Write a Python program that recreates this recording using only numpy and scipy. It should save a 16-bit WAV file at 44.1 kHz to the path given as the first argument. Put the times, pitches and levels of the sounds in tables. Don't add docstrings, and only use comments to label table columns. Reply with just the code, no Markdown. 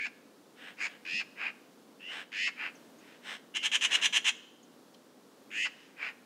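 import sys
import numpy as np
from scipy import signal
from scipy.fft import rfft, irfft, next_fast_len
from scipy.io import wavfile
from scipy.ndimage import map_coordinates

SR = 44100
rng = np.random.default_rng(int(sys.argv[2]) if len(sys.argv) > 2 else 0)


def wav_out(sig):
    wavfile.write(sys.argv[1], SR, np.round(np.clip(np.atleast_2d(sig).T, -1, 1) * 32767).astype(np.int16))


N = 275625
CALL_TIME = np.arange(SR // 2) / SR

# start in seconds, length in seconds, level in dB, final upper pitch in Hz,
# upward sweep from 0 to 1, strain from 0 to 1, overtones in dB, their extra treble in dB.
SQUEALS = [(-.08, 0.14, -34.5, 2375, .55, 0.43, -20, 0), (.801, .06, -33, 2392, .05, .4, -16, 10),
           (1.049, 0.16, -33.5, 2717, 0.56, 0.24, -9.5, -5.5), (1.996, .134, -42.5, 2987, 0.74, 0, -21, -3),
           (2.317, .165, -31.5, 2829, .65, 0.92, -11, -2), (3.539, 0.091, -41.5, 2970, .07, .15, -18, 3),
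           (5.503, .157, -30.5, 2860, 1, .8, -15, 9)]
# frequency in Hz, level in dB.
OVERTONE_COLOUR = [(1500, -44.5), (2800, -11), (3400, 3.5), (3750, -1.5), (4400, -2), (5250, -1),
                   (5750, -6.5), (6800, 0.5), (7400, -8), (8500, -14), (12000, -31), (16000, -40)]
HUSK_COLOUR = [(1300, -46), (1800, -17), (3100, 13), (4200, -21), (9000, -44)]
LOOSE_THROAT = [(300, -33), (1000, -15), (1550, 1), (2300, -3), (4000, -36)]
# frequency in Hz, level in dB.
AIR_COLOUR = [(15, -72), (25, -63), (119, -18), (228, 0), (282, 0.5), (380, -5), (458, -3.5), (539, -6),
              (600, -9), (852, -12.5), (1060, -13), (2370, -23), (3650, -21.5), (6090, -25), (15600, -33)]
# delay in seconds, level in dB.
BOUNCES = [(.0069, -15.5), (0.0141, -14)]
# frequency in Hz, seconds it takes to fade by 60 dB.
FOREST_FADE = [(300, 0.45), (1500, 0.95), (2400, 0.52), (2750, .6), (3020, 1.05), (3300, .65), (3800, 0.8),
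               (7000, 0.64), (13000, 0.19)]
# frequency in Hz, level in dB.
NARROW_BEAK = [(150, -48.5), (400, -19.5), (1000, -14.5), (1600, -4), (2000, -4), (2500, 0), (2950, -9.5),
               (3400, -21.5), (4300, -22.5), (5000, -19), (5800, -34), (7000, -29), (8200, -43),
               (14000, -57)]
WIDE_BEAK = [(150, -38), (450, -5.5), (1100, -11.5), (1700, 0), (2400, -6), (3000, -3), (3900, -10),
             (4600, -23), (5300, -14.5), (7100, -25), (8200, -16.5), (9800, -32), (11500, -34.5),
             (15000, -37)]
# loudest moment in seconds, length in seconds, level in dB,
# beak opening from 0 to 1, treble in dB.
HARSH_CALLS = [(.665, .19, -49, 0.92, -4.5), (.836, .11, -38.5, 0, 11.5), (0.894, 0.23, -54.5, .98, -9),
               (1.450, 0.15, -35.5, 0.02, -3.5), (2.172, 0.18, -42, .89, -1.5), (2.645, 0.14, -36, .1, -5),
               (3.109, .25, -59.5, 0.71, 5.5), (3.317, 0.16, -41.5, .98, 2), (3.96, .18, -39.5, 0.66, -1),
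               (5.809, 0.4, -62.5, 0.64, 11.5), (6.055, 0.15, -37.5, 0.13, -0.5)]
# loudest moment in seconds, seconds to fade by 10 dB,
# level in dB, centre frequency in Hz.
RUSTLES = [(1.14, .03, -52, 240), (2.741, 0.018, -64, 280), (4.946, 0.0052, -57, 3850)]
# time in seconds, level in dB, pitch in Hz.
TICKS = [(2.756, -59, 6100), (2.989, -63, 6560), (4.632, -61, 6490)]
# frequency in Hz, level in dB.
RATTLE_COLOUR = [(200, -68), (600, -24), (1100, -21), (1900, -10), (2500, -3), (2950, 0), (3300, -4),
                 (3650, -11), (4550, -23.5), (6400, -12.5), (7700, -18.5), (9500, -29), (12000, -40),
                 (15500, -48)]
# frequency in Hz, width in Hz, boost in dB.
RATTLE_PEAKS = [(970, 120, 3.5), (1694, 114, 6), (3237, 63, 4.5), (4004, 95, 7.5), (5200, 55, 7),
                (5940, 34, 8.5), (6670, 77, 4), (9400, 260, 6.5)]


def amp(db):
    return 10 ** (np.asarray(db) / 20)


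def unit(x):
    return x / np.sqrt(np.mean(x ** 2) + 1e-20)


def along(points, hz):
    frequencies, values = np.transpose(points)
    return np.interp(np.log(hz + 1), np.log(frequencies), values)


def wobble(n, rate):
    knots = rng.standard_normal(n)[:int(n * rate / SR) + 4]
    return map_coordinates(knots, [np.arange(n) * rate / SR])


def sine(hz, phase=0):
    return np.sin(2 * np.pi * np.cumsum(hz) / SR + phase)


def coloured(x, gain_db):
    size = 2 * next_fast_len(len(x) // 2 + 2048)
    cepstrum = irfft(np.log(amp(gain_db(np.fft.rfftfreq(size, 1 / SR)))))
    cepstrum[1:size // 2] *= 2
    cepstrum[size // 2 + 1:] = 0
    return irfft(rfft(x, size) * np.exp(rfft(cepstrum)))[:len(x)]


def noise(n, colour):
    return unit(coloured(rng.standard_normal(n), lambda hz: along(colour, hz)))


def add(track, start, sound):
    at = round(start * SR) + np.arange(len(sound))
    inside = (at >= 0) & (at < N)
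    track[at[inside]] += sound[inside]


def squeals(flutter_hz=93, attack_s=.006, release_s=.0054, chop_s=.034, throat_hz=1620):
    out, t, n = np.zeros(N), CALL_TIME, len(CALL_TIME)
    tight_throat = signal.butter(4, throat_hz, "high", fs=SR, output="sos")
    for start, length, db, pitch_hz, sweep, strain, overtones_db, treble_db in SQUEALS:
        weakness = .87 * np.exp(-(t / (.37 * length)) ** 1.62)
        to_go = np.maximum(1 - t / length, 0)
        upper_hz = pitch_hz * (1 - sweep * .11 * to_go)
        lower_hz = pitch_hz * .725 * (1 - sweep * .29 * to_go ** 1.6)
        swing_hz = (129 + strain * 179) * (1 + .2 * wobble(n, flutter_hz))
        flutter = -sine(flutter_hz * (1 + .12 * wobble(n, 45)))
        ragged = .18 + (.7 + strain * .6) * weakness
        upper = sine(upper_hz + swing_hz * flutter, ragged * wobble(n, 1100))
        lower = sine(lower_hz + .55 * swing_hz * flutter, .64 * ragged * wobble(n, 1100))
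        tones = unit(upper * amp(-3.2 * flutter) + lower * amp(-11.5 + strain * 11))
        mixed = unit(tones ** 2 - 1) + .26 * unit(tones ** 3) + 1.97 * rng.standard_normal(n)
        treble = [(5200, 0), (6500, treble_db)]
        overtones = unit(coloured(mixed, lambda hz: along(OVERTONE_COLOUR, hz) + along(treble, hz)))
        husk = amp(-20) * noise(n, HUSK_COLOUR)
        chop = 1 - .92 * np.exp(-t / chop_s) * (1 + flutter) / 2
        fade_out = np.clip((length + release_s - t) / (2 * release_s), 0, 1)
        loudness = chop * fade_out * np.minimum(t / attack_s, 1)
        call = loudness * (tones + amp(overtones_db - 4 * weakness) * overtones + husk)
        breath = amp(-9) * weakness * loudness * noise(n, LOOSE_THROAT)
        call = signal.sosfilt(tight_throat, call) + breath
        add(out, start, amp(db - 17 * sweep * weakness) * call)
    return out


def air(level_db=-58.5):
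    return amp(level_db + 1.19 * wobble(N, 2.922)) * noise(N, AIR_COLOUR)


def echoes(x, near_db=-14, near_fade_s=.14, forest_db=-22):
    hz, slice_s, spectrum = signal.stft(rng.standard_normal(SR), SR, nperseg=256)
    fade = amp(-60 * slice_s / along(FOREST_FADE, hz)[:, None]) * np.minimum(slice_s / .018, 1)
    forest = signal.istft(spectrum * fade, SR, nperseg=256)[1][:SR]
    t = np.arange(SR) / SR
    near = rng.standard_normal(SR) * amp(-60 * t / near_fade_s) * (t > .001)
    echo = amp(near_db) * near / np.linalg.norm(near) + amp(forest_db) * forest / np.linalg.norm(forest)
    for delay, db in BOUNCES:
        echo += amp(db) * np.sinc((t - delay) * SR)
    return signal.fftconvolve(x, echo)[:N]


def croak(pulse_hz, jitter, hiss, throb_hz, throb_db, scatter_db):
    n = len(CALL_TIME)
    cycles = np.cumsum(pulse_hz * np.exp(jitter * wobble(n, pulse_hz))) / SR
    slaps = np.diff(np.floor(cycles), prepend=0) * amp(scatter_db * rng.standard_normal(n))
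    puffs = rng.standard_normal(n) * np.exp(-1.5 * (cycles % 1))
    throb = sine(throb_hz * np.exp(.175 * wobble(n, 67.9)))
    return (unit(slaps - slaps.mean()) + hiss * unit(puffs)) * amp(throb_db * throb)


def whine(hz, waver):
    return sine(hz * (1 + waver * wobble(len(CALL_TIME), 450)))


def rasp(peak_s, length, db, opening, treble_db, ring_hz=2430, rise_share=.56):
    out, t = np.zeros(N), CALL_TIME - CALL_TIME.mean()
    tilt = [(40, -18), (150, -2), (3000, 2.5), (6000, treble_db), (13000, -1)]
    beak = lambda hz: (1 - opening) * along(NARROW_BEAK, hz) + opening * along(WIDE_BEAK, hz)
    source = croak(pulse_hz=719, jitter=.35, hiss=.55, throb_hz=79.95, throb_db=1.5, scatter_db=2)
    cry = unit(coloured(source, lambda hz: beak(hz) + along(tilt, hz)))
    ring = (1 - opening) * amp(-6 + 6.8 * wobble(len(t), 250.9)) * whine(ring_hz, waver=.0485)
    slope_s = length * np.where(t < 0, rise_share, 1 - rise_share)
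    swell_db = -20 * np.abs(t / slope_s) ** 2.7
    add(out, peak_s + t[0], unit(cry + ring) * amp(db + swell_db))
    return out


def snaps(lag_s=.004):
    return sum(rasp(start + length + lag_s, length=.034, db=db - 3.5, opening=.15, treble_db=10)
               for start, length, db, *_ in SQUEALS)


def harsh_calls():
    return sum(rasp(*call) for call in HARSH_CALLS)


def rustles(width=.39):
    out, t = np.zeros(N), CALL_TIME - CALL_TIME.mean()
    for peak_s, fade_s, db, centre_hz in RUSTLES:
        band = lambda hz: -20 * np.log10(1 + (np.log((hz + 1) / centre_hz) / width) ** 4)
        puff = unit(coloured(rng.standard_normal(len(t)), band))
        add(out, peak_s + t[0], puff * amp(db - 10 * (t / fade_s) ** 2))
    return out


def ticks(length=.03, attack_s=.0027):
    out, t = np.zeros(N), np.arange(int(length * SR)) / SR
    for time_s, db, hz in TICKS:
        pitch = hz * (1.06 - .118 * t / length + .057 * wobble(len(t), 900))
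        loudness = amp(db + 5 - 22 * t / length) * np.minimum(t / attack_s, 1)
        add(out, time_s - .004, loudness * sine(pitch))
    return out


def rattle(start_s=3.546, first_gap_s=.08095, slowing_s=.0062, count=8, ring_hz=2910):
    out, t = np.zeros(N), CALL_TIME
    attack_s, swell_s, hold_s, cut_db_per_s = .005, .046, .0048, 1150
    swing_limit = 3.8
    peaks = lambda hz: sum(db * np.exp(-((hz - mid) / width) ** 2) for mid, width, db in RATTLE_PEAKS)
    treble_filter = signal.butter(2, 4200, "high", fs=SR, output="sos")
    for k in range(count):
        start = start_s + k * first_gap_s + slowing_s * k * (k - 1) / 2
        cold = .42 ** k
        rise_s = swell_s * (1 - .52 * cold)
        effort_db = -9 * np.maximum(1 - t / rise_s, 0) - cut_db_per_s * np.maximum(t - rise_s - hold_s, 0)
        source = croak(pulse_hz=996, jitter=.28, hiss=.5, throb_hz=112, throb_db=2.5, scatter_db=1.3)
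        call = unit(coloured(source, lambda hz: along(RATTLE_COLOUR, hz) + peaks(hz)))
        treble_change = signal.sosfiltfilt(treble_filter, call) * (amp(.6 + .5 * effort_db) - 1)
        ring = amp(-5 + .28 * effort_db) * whine(ring_hz, waver=.035)
        swing = amp(effort_db) * np.minimum(t / attack_s, 1) * (call + treble_change + ring)
        add(out, start, amp(-23 - 7.5 * cold) * swing_limit * np.tanh(swing / swing_limit))
    return coloured(out, lambda hz: along([(40, -49.5), (330, 0), (11500, 0), (15500, -9)], hz))


def scene():
    birds = squeals() + snaps() + harsh_calls() + rustles() + ticks() + rattle()
    return (birds + echoes(birds) + air())[None]


def record(dry, top_hz=15750):
    size = next_fast_len(N + SR // 2)
    kept = np.fft.rfftfreq(size, 1 / SR) < top_hz
    return irfft(rfft(dry, size) * kept, size)[..., :N]


dry = scene()
out = record(dry)
wav_out(out)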